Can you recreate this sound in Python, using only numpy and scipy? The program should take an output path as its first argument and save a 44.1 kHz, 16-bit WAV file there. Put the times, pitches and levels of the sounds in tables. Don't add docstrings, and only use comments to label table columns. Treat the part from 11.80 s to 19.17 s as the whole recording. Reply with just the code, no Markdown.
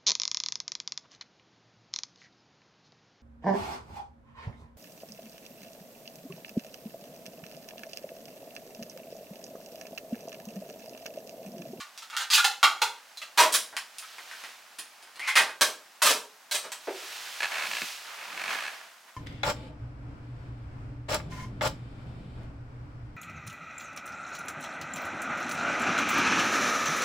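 import sys
import numpy as np
from scipy import signal
from scipy.fft import rfft, irfft, next_fast_len
from scipy.io import wavfile
from scipy.ndimage import uniform_filter1d, minimum_filter1d, map_coordinates

SR = 44100
rng = np.random.default_rng(int(sys.argv[2]) if len(sys.argv) > 2 else 0)


def unload_wav(signal):
    wavfile.write(
        sys.argv[1],
        SR,
        np.round(np.clip(np.atleast_2d(signal).T, -1, 1) * 32767).astype(np.int16),
    )


N = 324822
SIZE = 16384
HZ = np.fft.rfftfreq(SIZE, 1 / SR)
TIME = np.arange(N) / SR


def box():
    # start in seconds, length of rattle in seconds, level in dB,
    # knock into the table in dB, hardness in dB, main ring in Hz.
    contacts = [(.001, .009, -3, -31, 0.5, 1090), (.177, 0.00099, -15, -37, 9.5, 5500),
                (.221, 0.0063, -9.5, -33, 2.5, 1310), (.3, 0.0016, -8.5, -32, 1, 1310),
                (.324, 0.027, 0.5, -22, -7, 1320), (.367, 0.00096, 5, -38, 4, 1350),
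                (.385, 0.042, 4.5, -17, 2, 1550), (.502, 0.033, 9.5, -41, 5.5, 4730),
                (.531, 0.023, 10, -22, 10.5, 2620), (.577, 0.0084, 15.5, -30.5, -.5, 1390),
                (.643, .006, 15, -16.5, 2.5, 790), (.8298, 0.0022, 26, -21.5, -4.5, 1097),
                (1.017, .005, 14, -9, 1, 927), (1.373, .001, -20, -19, 13, 4060),
                (1.417, 0.0038, -3, -14, 0.5, 2500)]
    # pitch in Hz, width in Hz, lift in dB.
    modes = [(850, 90, 4), (1198, 60, 7), (1422, 90, 8), (1810, 90, 5), (2778, 90, 6), (3290, 70, 6),
             (4116, 220, 4), (6700, 300, 5)]
    sound = plastic(contacts, modes, direct_db=-6.5, bass_db=-28, fizz_db=-12, ring_db=9.5)
    return panned(sound, left_db=-1.1)


def recorder():
    # start in seconds, length of rattle in seconds, level in dB,
    # knock into the table in dB, hardness in dB, main ring in Hz.
    contacts = [(1.5745, .007, 15, -13, -2.5, 930), (1.581, 0.027, 23, -12, -4, 987),
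                (1.612, 0.033, 17.5, -4.5, -7.5, 620), (1.723, 0.017, -1, 5.5, 9.5, 8640),
                (1.7405, 0.00059, 12, -15.5, 3.5, 10500), (3.81, .002, 17.5, -4, 1, 1720),
                (4.218, .005, 18, -18, -6, 1350), (4.224, 0.00063, 5.5, -3, 8.5, 1570),
                (4.245, 0.032, 16, -6, 2, 1200), (4.286, .032, 14.5, -2.5, 0, 410),
                (4.712, 0.014, 2.5, -10, 4.5, 4070), (4.743, 0.0069, 7, -7, 1, 8400),
                (4.825, 0.04, -2, 0.5, -6, 1360), (4.919, 0.0011, -1.5, -14, 0, 7960)]
    # pitch in Hz, width in Hz, lift in dB.
    modes = [(612, 60, 8), (940, 55, 7), (1118, 65, 7), (1598, 70, 7), (2520, 100, 4), (3197, 90, 5),
             (3883, 90, 5), (4516, 70, 5), (5860, 180, 4)]
    sound = plastic(contacts, modes, direct_db=-7.5, bass_db=-29.5, fizz_db=-4.5, ring_db=7.5)
    return panned(sound, left_db=-.8)


def cassette():
    # start in seconds, length of rattle in seconds, level in dB,
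    # knock into the table in dB, hardness in dB, main ring in Hz.
    contacts = [(1.925, 0.0092, -5.5, -4, -21, 836), (1.967, 0.00056, 6.5, -24, -1, 1137),
                (2.184, .001, -23.5, -24, 18.5, 2640), (2.225, 0.014, -5.5, -35, -7, 1370),
                (2.384, .0007, -6.5, -7, -7, 2140), (2.513, .002, -3.5, -27, -8.5, 1810),
                (2.638, 0.0021, -3.5, -7.5, -6, 2010), (2.986, .007, -6.5, -3.5, 5, 10400),
                (3.226, 0.0033, -17.5, -2, 0.5, 5150), (3.358, 0.0018, -12.5, -8, -1.5, 4300),
                (3.395, 0.0013, -1.5, -13, -4, 2180), (3.474, .022, 12.5, -25, -4.5, 2120),
                (3.555, 0.013, 18, -16, -3, 2500), (3.567, .013, 21, -16, -3.5, 2030),
                (3.59, 0.023, 14.5, -8.5, -6.5, 847), (3.69, .008, -0.5, -2.5, -12, 1530)]
    # pitch in Hz, width in Hz, lift in dB.
    modes = [(1575, 80, 7), (1885, 110, 7), (2513, 100, 6), (3110, 150, 4), (4920, 130, 4), (9350, 500, 10)]
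    touches = contacts + fumbling(count=8)
    sound = plastic(touches, modes, direct_db=-5.5, bass_db=-22, fizz_db=-9.0, ring_db=9)
    return panned(sound, left_db=-0.9)


def fumbling(count):
    # earliest in seconds, latest in seconds.
    span = (0.042, 4.3)
    length, knock_db, scatter_db = .003, -4, 2.5
    typical_db, typical_hardness_db, typical_ring_hz = -17, -10, 900
    times = rng.uniform(*span, count)
    chance = rng.standard_normal((count, 3))
    taps = []
    for s, (force, angle, place) in zip(times, chance):
        level_db = typical_db + scatter_db * force
        hardness_db = typical_hardness_db + scatter_db * angle
        ring_hz = typical_ring_hz * np.exp(.2 * place)
        taps.append((s, length, level_db, knock_db, hardness_db, ring_hz))
    return taps


def plastic(contacts, modes, direct_db, bass_db, fizz_db, ring_db):
    fizz_per_hardness = 1.36
    out = np.zeros((2, N))
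    for s, length, db, knock_db, hard_db, ring_hz in contacts:
        top_db = fizz_db + fizz_per_hardness * hard_db
        low_blow = [(30, knock_db + bass_db - 2), (90, knock_db + bass_db), (210, knock_db + bass_db / 3)]
        middle_blow = [(450, knock_db), (900, knock_db / 8), (1500, 0.016)]
        high_blow = [(3600, hard_db), (9000, top_db), (16000, top_db - 10.5)]
        blow = low_blow + middle_blow + high_blow
        main_ring = (ring_hz, .12 * ring_hz, ring_db)
        body_db = db + along(blow, HZ) + lifted([*modes, main_ring])
        sound = rattle(length, body_db, spiky_db=4.5, grains_per_s=2600, grip_db=3.5)
        add(out, s, in_room(sound, direct_db))
    return out


def rattle(length, body_db, spiky_db, grains_per_s=2000, grip_db=0):
    count = 1 + int(length * grains_per_s)
    at = np.append(0, rng.uniform(0, 1, count - 1))
    sizes_db = spiky_db * rng.standard_normal(count) + grip_db * np.sin(np.pi * at)
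    catches = rng.choice([-1, 1], count) * amp(sizes_db)
    force = np.bincount((at * length * SR).astype(int), catches)
    power = np.abs(uniform_filter1d(np.abs(rfft(force, SIZE)) ** 2, size=250))
    return signal.fftconvolve(force, ringing(body_db - 10 * np.log10(power + 1e-9)))


def slide():
    # fastest moment in seconds, rise in seconds, fall in seconds, level in dB.
    pushes = [(3.44, 0.022, 0.079, -34), (3.495, 0.021, 0.014, -32)]
    # pitch in Hz, width in Hz, lift in dB.
    rail_modes = [(2090, 320, 15), (2460, 170, 11)]
    # frequency in Hz, relative level in dB.
    rail = [(200, -35), (700, -7), (2500, 2), (5000, -7.5), (16000, -30)]
    friction = rng.standard_normal(N) * amp(5.6 * rng.standard_normal(N))
    body = ringing(along(rail, HZ) + lifted(rail_modes))
    scrape = unit(signal.fftconvolve(friction, body)[:N])
    return in_room(strength(pushes) * scrape, direct_db=0)[:, :N]


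def table():
    # start in seconds, level in dB.
    bumps = [(5.0729, 12.5), (5.222, -7.5)]
    # frequency in Hz, level in dB.
    soft_blow = [(60, -52), (190, -26), (320, -3.5), (700, 2), (1150, -10), (2500, -13.5), (6000, -58)]
    # pitch in Hz, width in Hz, lift in dB.
    modes = [(384, 50, 11), (462, 17, 6.3), (628, 81, 3.7)]
    out = np.zeros((2, N))
    knock = ringing(along(soft_blow, HZ) + lifted(modes))
    for s, db in bumps:
        add(out, s, in_room(amp(db) * knock, direct_db=-14.0))
    return panned(out, left_db=-0.5)


def chair():
    # start in seconds, length in seconds, basic level of a slip in dB,
    # slips per second halfway through, main ring in Hz.
    creaks = [(5.6047, 0.061, 10, 138, 1730), (5.7183, .16, 4.5, 80, 2400), (5.9137, 0.081, 7, 61, 2920),
              (6.0165, 0.013, 6.5, 50, 2320), (6.387, .17, -7, 38, 2398), (6.575, .105, 4, 47, 2290),
              (6.692, 0.081, 2, 120, 2080), (6.786, .11, 3.5, 72, 1750)]
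    # frequency in Hz, level in dB.
    slip_colour = [(30, -55), (100, -42), (300, -26), (600, -11), (1200, -8.5), (2500, -6.5), (3400, -12.5),
                   (9000, -24), (16000, -47)]
    # pitch in Hz, width in Hz, lift in dB.
    modes = [(1700, 170, 7), (2230, 180, 4), (2570, 220, 6), (4250, 250, 8)]
    breakaway_db, breakaway_s = 1, .012
    scatter_db, ring_db = 0.9, 5
    creak = np.zeros(N)
    for s, length, db, halfway_rate, ring_hz in creaks:
        main_ring = (ring_hz, .2 * ring_hz, ring_db)
        frame_db = along(slip_colour, HZ) + lifted([*modes, main_ring])
        for delay in slip_times(length, halfway_rate):
            slip = rattle(.005, frame_db, spiky_db=2, grains_per_s=4000)
            extra_db = breakaway_db * np.exp(-delay / breakaway_s)
            slip_db = db + extra_db + scatter_db * rng.standard_normal()
            add(creak, s + delay, amp(slip_db) * slip)
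    return in_room(creak, direct_db=7.5)[:, :N]


def slip_times(length, halfway_rate):
    end_rate = 50
    jitter = .11
    t = np.arange(int(length * SR)) / SR
    rate = end_rate + (halfway_rate - end_rate) * np.sin(np.pi * t / length) ** 2
    turns = np.cumsum(rate) / SR
    slips = np.arange(np.ceil(turns[-1]))
    shifts = jitter * rng.standard_normal(len(slips)) * (slips > 0)
    return np.interp(slips + shifts, turns, t)


def cloth():
    # fastest moment in seconds, rise in seconds,
    # fall in seconds, rubbing in dB, swish in dB.
    moves = [(2.28, 0.11, 0.13, -58, -52), (2.5, 2.8, 1.9, -59, -58.5), (2.622, 0.21, 0.11, -50.5, -48.5),
             (5.33, .2, 0.85, -46, -42), (5.78, 0.074, 0.087, -36, -51), (6.042, 0.22, 0.097, -45.5, -38.5),
             (6.275, 0.029, 0.22, -45.5, -55), (6.715, 0.022, 0.051, -34.5, -42),
             (6.73, 0.2, .19, -39, -44.5), (7.28, 0.0067, 0.029, -51.5, -78)]
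    # peak in seconds, rise in seconds, fall in seconds, level in dB.
    weight = [(5.93, .1, .07, -62), (6.027, .008, .018, -49.5), (6.63, .12, .14, -57.5)]
    # frequency in Hz, relative level in dB.
    rub_colour = [(150, -33), (350, -16.5), (650, -2.5), (1600, 2.5), (3000, -6), (5000, -18),
                  (10000, -28.5), (16000, -55)]
    swish_colour = [(800, -23), (2500, 4), (4000, 2.5), (6000, -0.5), (9000, -7), (15500, -12)]
    seat_colour = [(25, -54), (70, -32), (130, -10), (220, 0), (340, -4), (600, -14), (1500, -40)]
    fidget_rub_db, fidget_seat_db = -60.5, -79.5
    rubbing = np.hypot(amp(fidget_rub_db), strength((*shape, db) for *shape, db, _ in moves))
    swishing = strength((*shape, db) for *shape, _, db in moves)
    pressing = np.hypot(amp(fidget_seat_db), strength(weight))
    rub = rubbing * rush(rub_colour, grain_db=1.5, grain_rate=240, wide_db=8.5)
    swish = swishing * rush(swish_colour, grain_db=0.5, grain_rate=440, wide_db=-1.0)
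    seat = pressing * rush(seat_colour, grain_db=2, grain_rate=100, wide_db=4)
    return rub + swish + seat


def swell(s, rise, fall):
    away = (TIME - s) / np.where(TIME < s, rise, fall)
    return np.exp(-np.minimum(np.abs(away), 10) ** 2 / 2)


def strength(swells):
    return np.sqrt(sum(amp(2 * db) * swell(s, rise, fall) ** 2 for s, rise, fall, db in swells))


def air():
    # frequency in Hz, relative level in dB.
    colour = [(25, -60), (100, -43), (200, -22.5), (450, -12.5), (750, -1), (1300, -6), (2500, -16),
              (5000, -8.5), (15500, -18)]
    return amp(-59) * rush(colour, grain_db=.3, grain_rate=8, wide_db=3)


def rush(spectrum, grain_db, grain_rate, wide_db):
    knots = rng.standard_normal(int(N * grain_rate / SR) + 4)
    flutter_db = grain_db * map_coordinates(knots, [TIME * grain_rate])
    pair = rng.standard_normal((2, N)) * amp(flutter_db)
    coloured = filtered(pair, lambda hz: amp(along(spectrum, hz)))
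    return unit(diffuse(coloured, wide_db))


def in_room(x, direct_db, build=0.0021, early_db=4, early_life=0.03):
    # frequency in Hz, time to fade by 60 dB in seconds.
    fade_times = [(100, 0.27), (260, 0.5), (700, 0.37), (1840, 0.29), (4850, 0.31), (12800, 0.28)]
    hz, t, z = signal.stft(rng.standard_normal((2, SR // 2)), SR, nperseg=256)
    fade = amp(-60 * t / along(fade_times, hz)[:, None])
    tail = signal.istft(z * fade, SR, nperseg=256)[1]
    age = np.arange(tail.shape[1]) / SR
    early = amp(early_db * np.exp(-(age / early_life) ** 2))
    tail = tail * (1 - np.exp(-age / build)) * early
    paths = diffuse(tail / np.linalg.norm(tail[0]))
    paths[:, 0] += amp(direct_db)
    return signal.fftconvolve(x[None], paths, axes=1) / np.hypot(1, amp(direct_db))


def diffuse(pair, wide_db=0):
    # frequency in Hz, side against middle in dB.
    width = [(100, -21), (500, -20), (1200, -18.5), (2500, -13.5), (5000, -9.5), (13000, -9.5)]
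    side = filtered(pair[1], lambda hz: amp(along(width, hz) + wide_db))
    return np.array([pair[0] + side, pair[0] - side])


def panned(x, left_db):
    return x * amp([[left_db / 2], [-left_db / 2]])


def lifted(modes):
    return sum(lift / (1 + (2 * (HZ - hz) / width) ** 2) for hz, width, lift in modes)


def ringing(gain_db):
    cepstrum = irfft(np.log(amp(gain_db)))
    cepstrum[1:SIZE // 2] *= 2
    cepstrum[SIZE // 2 + 1:] = 0
    return irfft(np.exp(rfft(cepstrum)))[:SR // 10]


def filtered(x, response):
    size = next_fast_len(x.shape[-1] + SIZE)
    spectrum = rfft(x, size) * response(np.fft.rfftfreq(size, 1 / SR))
    return irfft(spectrum, size)[..., :x.shape[-1]]


def along(points, hz):
    f, v = np.transpose(points)
    return np.interp(np.log(hz + 1), np.log(f + 1), v)


def add(track, s, sound):
    start = max(0, round(s * SR))
    track[..., start:start + sound.shape[-1]] += sound[..., :N - start]


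def amp(db):
    return 10 ** (np.asarray(db) / 20)


def unit(x):
    return x / np.sqrt(np.mean(x ** 2) + 1e-20)


def scene():
    tape_work = box() + cassette() + slide() + recorder()
    man = panned(cloth() + chair(), left_db=-1.5)
    return tape_work + table() + man + air()


def record(dry):
    ceiling, top_hz = .64, 15950
    needed = np.minimum(1, ceiling / (np.abs(dry).max(axis=0) + 1e-9))
    held = minimum_filter1d(needed, size=441)
    gain = uniform_filter1d(held, size=331)
    return filtered(dry * gain, lambda hz: hz < top_hz)


dry = scene()
out = record(dry)
unload_wav(out)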